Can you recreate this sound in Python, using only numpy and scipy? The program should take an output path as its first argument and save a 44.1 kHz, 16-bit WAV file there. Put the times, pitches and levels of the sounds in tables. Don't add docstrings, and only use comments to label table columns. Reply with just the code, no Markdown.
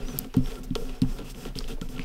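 import sys
import numpy as np
from scipy import signal
from scipy.fft import rfft, irfft
from scipy.io import wavfile
from scipy.ndimage import uniform_filter1d

SR = 44100
rng = np.random.default_rng(int(sys.argv[2]) if len(sys.argv) > 2 else 0)


def transcribe(u):
    v = np.clip(np.atleast_2d(u).T, -1, 1)
    q = np.round(v * 32767).astype(np.int16)
    wavfile.write(sys.argv[1], SR, q)


def invert_db(level):
    return 10 ** (np.asarray(level, dtype=float) / 20)


N = 89964
T = np.arange(N) / SR


def level(x, db):
    return x * invert_db(db) / np.sqrt(np.mean(x ** 2))


def band(x, hz, width_hz):
    return signal.lfilter(*signal.iirpeak(hz, hz / width_hz, fs=SR), x)


def ring(x, modes, sense=-1):
    out = 0
    for k, (hz, db, t60_s) in enumerate(modes):
        pole = np.exp(2j * np.pi * hz / SR - np.log(1000) / (t60_s * SR))
        out = out + sense ** k * invert_db(db) * signal.lfilter([1], [1, -pole], x).imag
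    return out


def soften(force, push_s):
    push = np.hanning(int(push_s * SR))
    return np.convolve(force, push / push.sum())[:N]


def walk(rate_hz):
    hold = int(SR / rate_hz)
    steps = np.repeat(rng.standard_normal(N // hold + 1), hold)
    return 1.14 * uniform_filter1d(uniform_filter1d(steps, hold), hold)[:N]


def grit(rough_db, flicker_db, rate_hz):
    slip_size = np.minimum(rng.exponential(size=N), 4)
    patches = np.clip(walk(rate_hz), -2, 2)
    return level(rng.standard_normal(N) * invert_db(rough_db * slip_size + flicker_db * patches), 0)


# (frequency [Hz], level [dB per Hz])
ROOM = [(70, -19.5), (150, -21), (400, -19), (1000, -27), (2300, -31), (5400, -35.5), (7000, -40.5),
        (15500, -41)]
ROOM_DB = -55.5
RUMBLE_HZ, RUMBLE_WIDTH_HZ, RUMBLE_DB = 25.2, 16.4, -37.5


def room():
    hz = np.fft.rfftfreq(N, 1 / SR) + 1
    room_hz, room_db = np.array(ROOM).T
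    shape = invert_db(np.interp(np.log(hz), np.log(room_hz), room_db)) * (hz > 50)
    hiss = irfft(rfft(rng.standard_normal(N)) * shape, N)
    tremble = band(rng.standard_normal(N), 28.8, 43)
    for _ in range(2):
        tremble = band(tremble, RUMBLE_HZ, RUMBLE_WIDTH_HZ)
    return level(hiss, ROOM_DB) + level(tremble, RUMBLE_DB)


# (time [s], level [dB], stand sway [dB])
THUMPS = [(0, -31, -30.5), (.3665, -5.5, -23), (.382, -17, -40), (0.7065, -15, -29.5), (0.749, -44, -30),
          (1.0178, -7, -24.5), (1.0335, -24, -40), (1.463, -28.5, -39), (1.556, -24, -34),
          (1.591, -40, -32), (1.719, -48, -30), (1.8135, -21.5, -33), (1.887, -31, -30), (1.981, -29, -45),
          (1.9925, -24, -41.5)]
# (frequency [Hz], level [dB], t60 [s])
TABLE = [(87.2, -17.5, 0.23), (131.6, -7.5, 0.23), (180, -1, 0.07), (256, 0.5, 0.14), (271.8, -5, 0.14),
         (356.4, -8, 0.05)]
# (frequency [Hz], level [dB], t60 [s])
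SWAY = [(21.67, -0.5, 0.67), (35.4, -2, 0.38), (47.4, -13.5, 0.1)]
PUSH_S, SWAY_LAG_S, SWAY_PUSH_S = 0.0051, 0.02, 0.018


def thumps():
    force, nudge = np.zeros(N), np.zeros(N)
    for s, db, sway_db in THUMPS:
        force[int(s * SR)] += invert_db(db)
        nudge[int((s + SWAY_LAG_S) * SR)] += invert_db(sway_db)
    top = band(ring(soften(force, PUSH_S), TABLE, sense=1), 154, 270)
    top = band(top, 200, 330)
    acceleration = np.gradient(top) * SR / (2 * np.pi * 220)
    sway = ring(soften(nudge, SWAY_PUSH_S), SWAY, sense=0.79)
    return invert_db(2) * acceleration + invert_db(5.5) * sway


# (start [s], length [s], top pitch [Hz], pitch sag at the ends [Hz], level [dB])
SQUEAKS = [
    (.054, .096, 6040, 500, -50.5),
    (.14, .04, 5450, 50, -59),
    (.385, .045, 5380, 60, -65),
    (.434, .062, 5510, 180, -54),
    (.565, .03, 1365, 5, -48),
    (.005, .03, 2680, 60, -55),
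    (1.961, .018, 1380, 5, -47),
    (2.005, .012, 2200, 40, -48),
]


def squeaks():
    out = 0
    for s, length_s, top_hz, sag_hz, db in SQUEAKS:
        u = np.clip((T - s) / length_s, 0, 1)
        pitch_hz = top_hz - sag_hz * (2 * u - 1) ** 2 + 8 * walk(150)
        swell = invert_db(db + 2.5 + 0.8 * walk(84.7)) * np.sin(np.pi * u) ** 0.5
        out = out + swell * np.sin(2 * np.pi * np.cumsum(pitch_hz) / SR)
    return out


# (time [s], peak level [dB], pitch [Hz], wood knock [dB])
TICKS = [(.084, -43, 3300, -37), (0.179, -34, 3500, -55), (.1885, -10, 12700, -46), (.1894, -18, 7800, -46),
         (0.245, -33, 3060, -36), (.3408, -38, 5300, -28.5), (.366, -43, 3300, -34), (0.46, -32, 3430, -46),
         (.519, -35, 3040, -42), (0.556, -39.5, 3000, -38), (.706, -42, 3230, -51),
         (0.7535, -19.5, 5190, -21.5), (0.894, -36, 2780, -38.5), (1.018, -25, 4150, -36),
         (1.0243, -35, 4550, -45), (1.0335, -36, 2930, -46), (1.1865, -39, 3300, -32.5),
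         (1.2015, -38, 3300, -51), (1.347, -36, 2650, -45), (1.452, -36, 3300, -30.5),
         (1.5543, -32, 3300, -39.5), (1.588, -17, 4950, -47), (1.606, -37, 3500, -38),
         (1.642, -30.5, 3060, -40), (1.6775, -36, 3400, -52), (1.814, -28.5, 3300, -33.5),
         (1.8884, -41, 3000, -43), (1.965, -37.5, 3300, -42), (1.9805, -32, 2800, -45),
         (1.994, -25, 2500, -38)]
# (time [s], peak level [dB], pitch [Hz], wood knock [dB])
SNAPS = [
    (.1883, -21.5, 5020, -58),
    (.367, -29, 12500, -62),
    (1.8145, -33, 7400, -60),
    (1.588, -28, 9000, -60),
    (1.686, -36, 6000, -60),
    (1.0182, -31, 8500, -58),
]
# (time [s], peak level [dB], pitch [Hz], wood knock [dB])
MORE_TICKS = [(1.0179, -33, 13500, -60), (1.0248, -41, 7600, -60), (1.2957, -41, 3150, -52),
              (1.2992, -38, 3300, -52), (1.309, -40, 8300, -60), (1.4115, -40, 3130, -50),
              (1.488, -41, 3400, -50), (1.565, -39, 3200, -55), (1.5765, -36, 3000, -55),
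              (1.597, -37, 5000, -60), (1.62, -41, 4500, -55), (1.6845, -34, 3070, -50),
              (1.706, -37, 3300, -52), (1.716, -37, 3100, -55), (1.728, -40, 3300, -55),
              (1.9612, -41, 2690, -55), (2.018, -36, 2500, -55), (2.028, -39, 2500, -55),
              (2.033, -41, 5200, -60), (.473, -38, 3400, -48), (.495, -40, 3300, -50),
              (.6328, -41, 3010, -50), (1.216, -42, 3300, -55), (.7635, -34, 3300, -45),
              (1.5905, -30, 4300, -55), (1.0198, -32, 3000, -48)]
# (frequency [Hz], level [dB], t60 [s])
WOOD = [(401.4, 0, 0.044), (457.5, -0.5, 0.066), (542, -5.5, 0.041), (742, -8.5, 0.064),
        (935, -13.5, 0.034), (1101, -17, 0.058), (1365, -11, 0.046), (1776, -33, 0.036), (2520, -20, 0.012),
        (2967, -13, 0.023), (3310, -8, 0.013)]
TICK_CYCLES, TICK_WIDE_DB, TICK_TAIL_DB, TICK_TAIL_S = 9.1, 2, -16, 0.0028
KNOCK_LAG_S, KNOCK_PUSH_S = 0.00243, 0.0016


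def ticks(rows):
    size = 2000
    out, force, age_s = np.zeros(N + size), np.zeros(N), np.arange(size) / SR
    for (s, db, hz, knock_db), noise in zip(rows, rng.standard_normal((len(rows), size))):
        burst = (0.4 + noise) * np.exp(-age_s / 0.0003)
        near = band(band(burst, hz, 2 * hz / TICK_CYCLES), hz, 0.7 * hz)
        crackle = noise[::-1] * np.exp(-age_s / TICK_TAIL_S)
        tail = band(band(crackle, hz, 1.34 * hz), hz, 1.34 * hz)
        wide = band(band(crackle, 2600, 3540), 2400, 5500)
        own = near / abs(near).max() + invert_db(TICK_TAIL_DB) * tail
        i = int(s * SR)
        out[i:i + size] += invert_db(db) * own + invert_db(knock_db + TICK_WIDE_DB) * wide
        force[i] += invert_db(knock_db)
    late = soften(np.roll(force, int(KNOCK_LAG_S * SR)), KNOCK_PUSH_S)
    return out[:N] + invert_db(3) * ring(late, WOOD[:4]) + invert_db(1.0) * ring(force, WOOD[4:])


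# (start [s], length [s], centre [Hz], width [Hz], level [dB])
CHATTERS = [
    (0, .14, 4900, 160, -61),
    (.9, .11, 5300, 450, -63),
    (.87, .09, 2700, 500, -58),
    (1.08, .1, 5200, 350, -61),
    (1.995, .045, 2450, 800, -47),
    (1.562, .04, 3200, 1500, -49),
    (1.68, .05, 3000, 900, -50),
    (1.3, .025, 8300, 1200, -57),
    (1.6, .022, 1300, 600, -48),
    (1.225, .1, 2800, 600, -56),
]
# (start [s], length [s], centre [Hz], width [Hz],
# level [dB])
MORE_CHATTERS = [(1.588, .055, 5000, 2500, -52), (1.642, .04, 3800, 3000, -56), (1.7, .045, 3100, 900, -52),
                 (2.003, .035, 4800, 1200, -57), (1.295, .03, 4000, 3000, -53), (.575, .03, 9000, 9000, -58),
                 (.78, .075, 460, 110, -41), (.575, .06, 440, 130, -47), (.37, .05, 430, 150, -43),
                 (.341, .018, 600, 500, -41), (1.03, .04, 800, 500, -50), (1.76, .05, 400, 300, -50),
                 (.756, .02, 950, 90, -46), (.755, .014, 3300, 350, -42), (.085, .02, 1050, 200, -48),
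                 (1.188, .04, 800, 250, -50), (1.816, .022, 1370, 80, -49), (1.19, .055, 260, 50, -41),
                 (.29, .05, 2700, 400, -60)]


def chatters(rows):
    out = 0
    for s, length_s, hz, width_hz, db in rows:
        u = np.clip((T - s) / length_s, 0, 1)
        grains = band(band(grit(2.3, 2.1, 200), hz, width_hz), hz, 2 * width_hz)
        out = out + np.sin(np.pi * u) ** 0.58 * level(grains, db)
    return out


# (start [s], length [s], film [dB], wood [dB], table [dB])
SLIDES = [(-.05, 0.16, -74, -48.5, -39), (0.02, 0.28, -54.5, -47.5, -34.5), (.395, .215, -54, -49, -44),
          (0.848, 0.17, -78, -51.5, -52), (1.039, 0.18, -55, -50.5, -40.5),
          (1.228, 0.098, -54.5, -52.5, -49), (1.334, 0.17, -52.5, -50.5, -44),
          (1.88, 0.24, -74, -49, -46.5), (.55, .09, -70, -58, -42), (.63, .08, -75, -66, -44),
          (1.59, .1, -62, -54, -41), (.33, .04, -75, -55, -40), (1.33, .05, -65, -56, -46)]
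# (start [s], length [s], film [dB], wood [dB], table [dB])
LANDINGS = [(.3405, .11, -63, -50, -50), (0.467, 0.076, -68, -46.5, -41), (0.632, .032, -48.5, -51, -52),
            (0.753, 0.21, -52, -49, -40), (1.018, .05, -60, -50, -48), (1.181, 0.086, -80, -48, -38.5),
            (1.295, 0.041, -47.5, -52, -43), (1.453, 0.076, -75, -46, -38.5),
            (1.5542, .072, -50, -49.5, -37), (1.6772, 0.09, -50, -46, -40.5),
            (1.8142, 0.077, -55.5, -51, -39.5), (1.887, 0.11, -53.5, -57.5, -43)]
FILM_COLUMN, WOOD_COLUMN, TABLE_COLUMN = 2, 3, 4
SWELL_SHARE, LAND_S, FADE_POWER = 0.31, 0.002, 1.26


def contact(column):
    power = np.zeros(N)
    for row in SLIDES:
        u = np.clip((T - row[0]) / row[1], 0, 1)
        swell = np.clip(np.minimum(u, 1 - u) / SWELL_SHARE, 0, 1)
        power += (invert_db(row[column]) * swell) ** 2
    for row in LANDINGS:
        u = np.clip((T - row[0]) / row[1], 0, 1)
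        attack = np.clip((T - row[0]) / LAND_S, 0, 1)
        power += (invert_db(row[column]) * attack * (1 - u ** 2) ** FADE_POWER) ** 2
    return np.sqrt(power)


def shake(force, modes, column):
    return ring(force * contact(column), modes) / ring(force, modes).std()


# (centre [Hz], width [Hz], level [dB])
FILM = [(4970, 500, 1.5), (5450, 340, 1), (6180, 510, 0), (7460, 410, -1), (8480, 350, 1), (10180, 570, -6),
        (13060, 1300, -2.5), (15000, 960, -9), (8900, 19000, -14)]
# (centre [Hz], width [Hz], level [dB])
SCRAPE = [(1204, 1460, 16), (2540, 350, 13), (3300, 285, 4), (4800, 410, -17), (3500, 3600, -8.5)]
SCRAPE_DB = -3
HAND_DAMPING = 0.8


def rubbing():
    film = sum(invert_db(db) * band(grit(3.3, 0.89, 59.3), hz, width_hz) for hz, width_hz, db in FILM)
    skin = grit(2.44, 2.2, 120)
    scrape = sum(invert_db(db) * band(skin, hz, width_hz) for hz, width_hz, db in SCRAPE)
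    wood = shake(grit(2.06, 2.2, 50), WOOD, WOOD_COLUMN)
    damped_table = [(hz, db, HAND_DAMPING * t60_s) for hz, db, t60_s in TABLE]
    table = shake(grit(1.75, 2.8, 30.02), damped_table, TABLE_COLUMN)
    hiss = level(film, 0) * contact(FILM_COLUMN)
    return hiss + level(scrape, SCRAPE_DB) * contact(WOOD_COLUMN) + invert_db(2) * wood + table


def scene():
    background = room() + thumps()
    skin = squeaks() + chatters(CHATTERS) + chatters(MORE_CHATTERS)
    snapping = ticks(TICKS + SNAPS) + ticks(MORE_TICKS)
    return (background + skin + snapping + rubbing())[None]


def band_limit(x):
    return signal.sosfilt(signal.butter(12, 17000, fs=SR, output="sos"), x)


def record(dry):
    top_cut = signal.ellip(6, 0.5, 28, 15700, fs=SR, output="sos")
    low_cut = signal.butter(1, 8, "high", fs=SR, output="sos")
    mix = signal.sosfilt(low_cut, signal.sosfilt(top_cut, dry))
    return band_limit(mix)


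dry = scene()
out = record(dry)
transcribe(out)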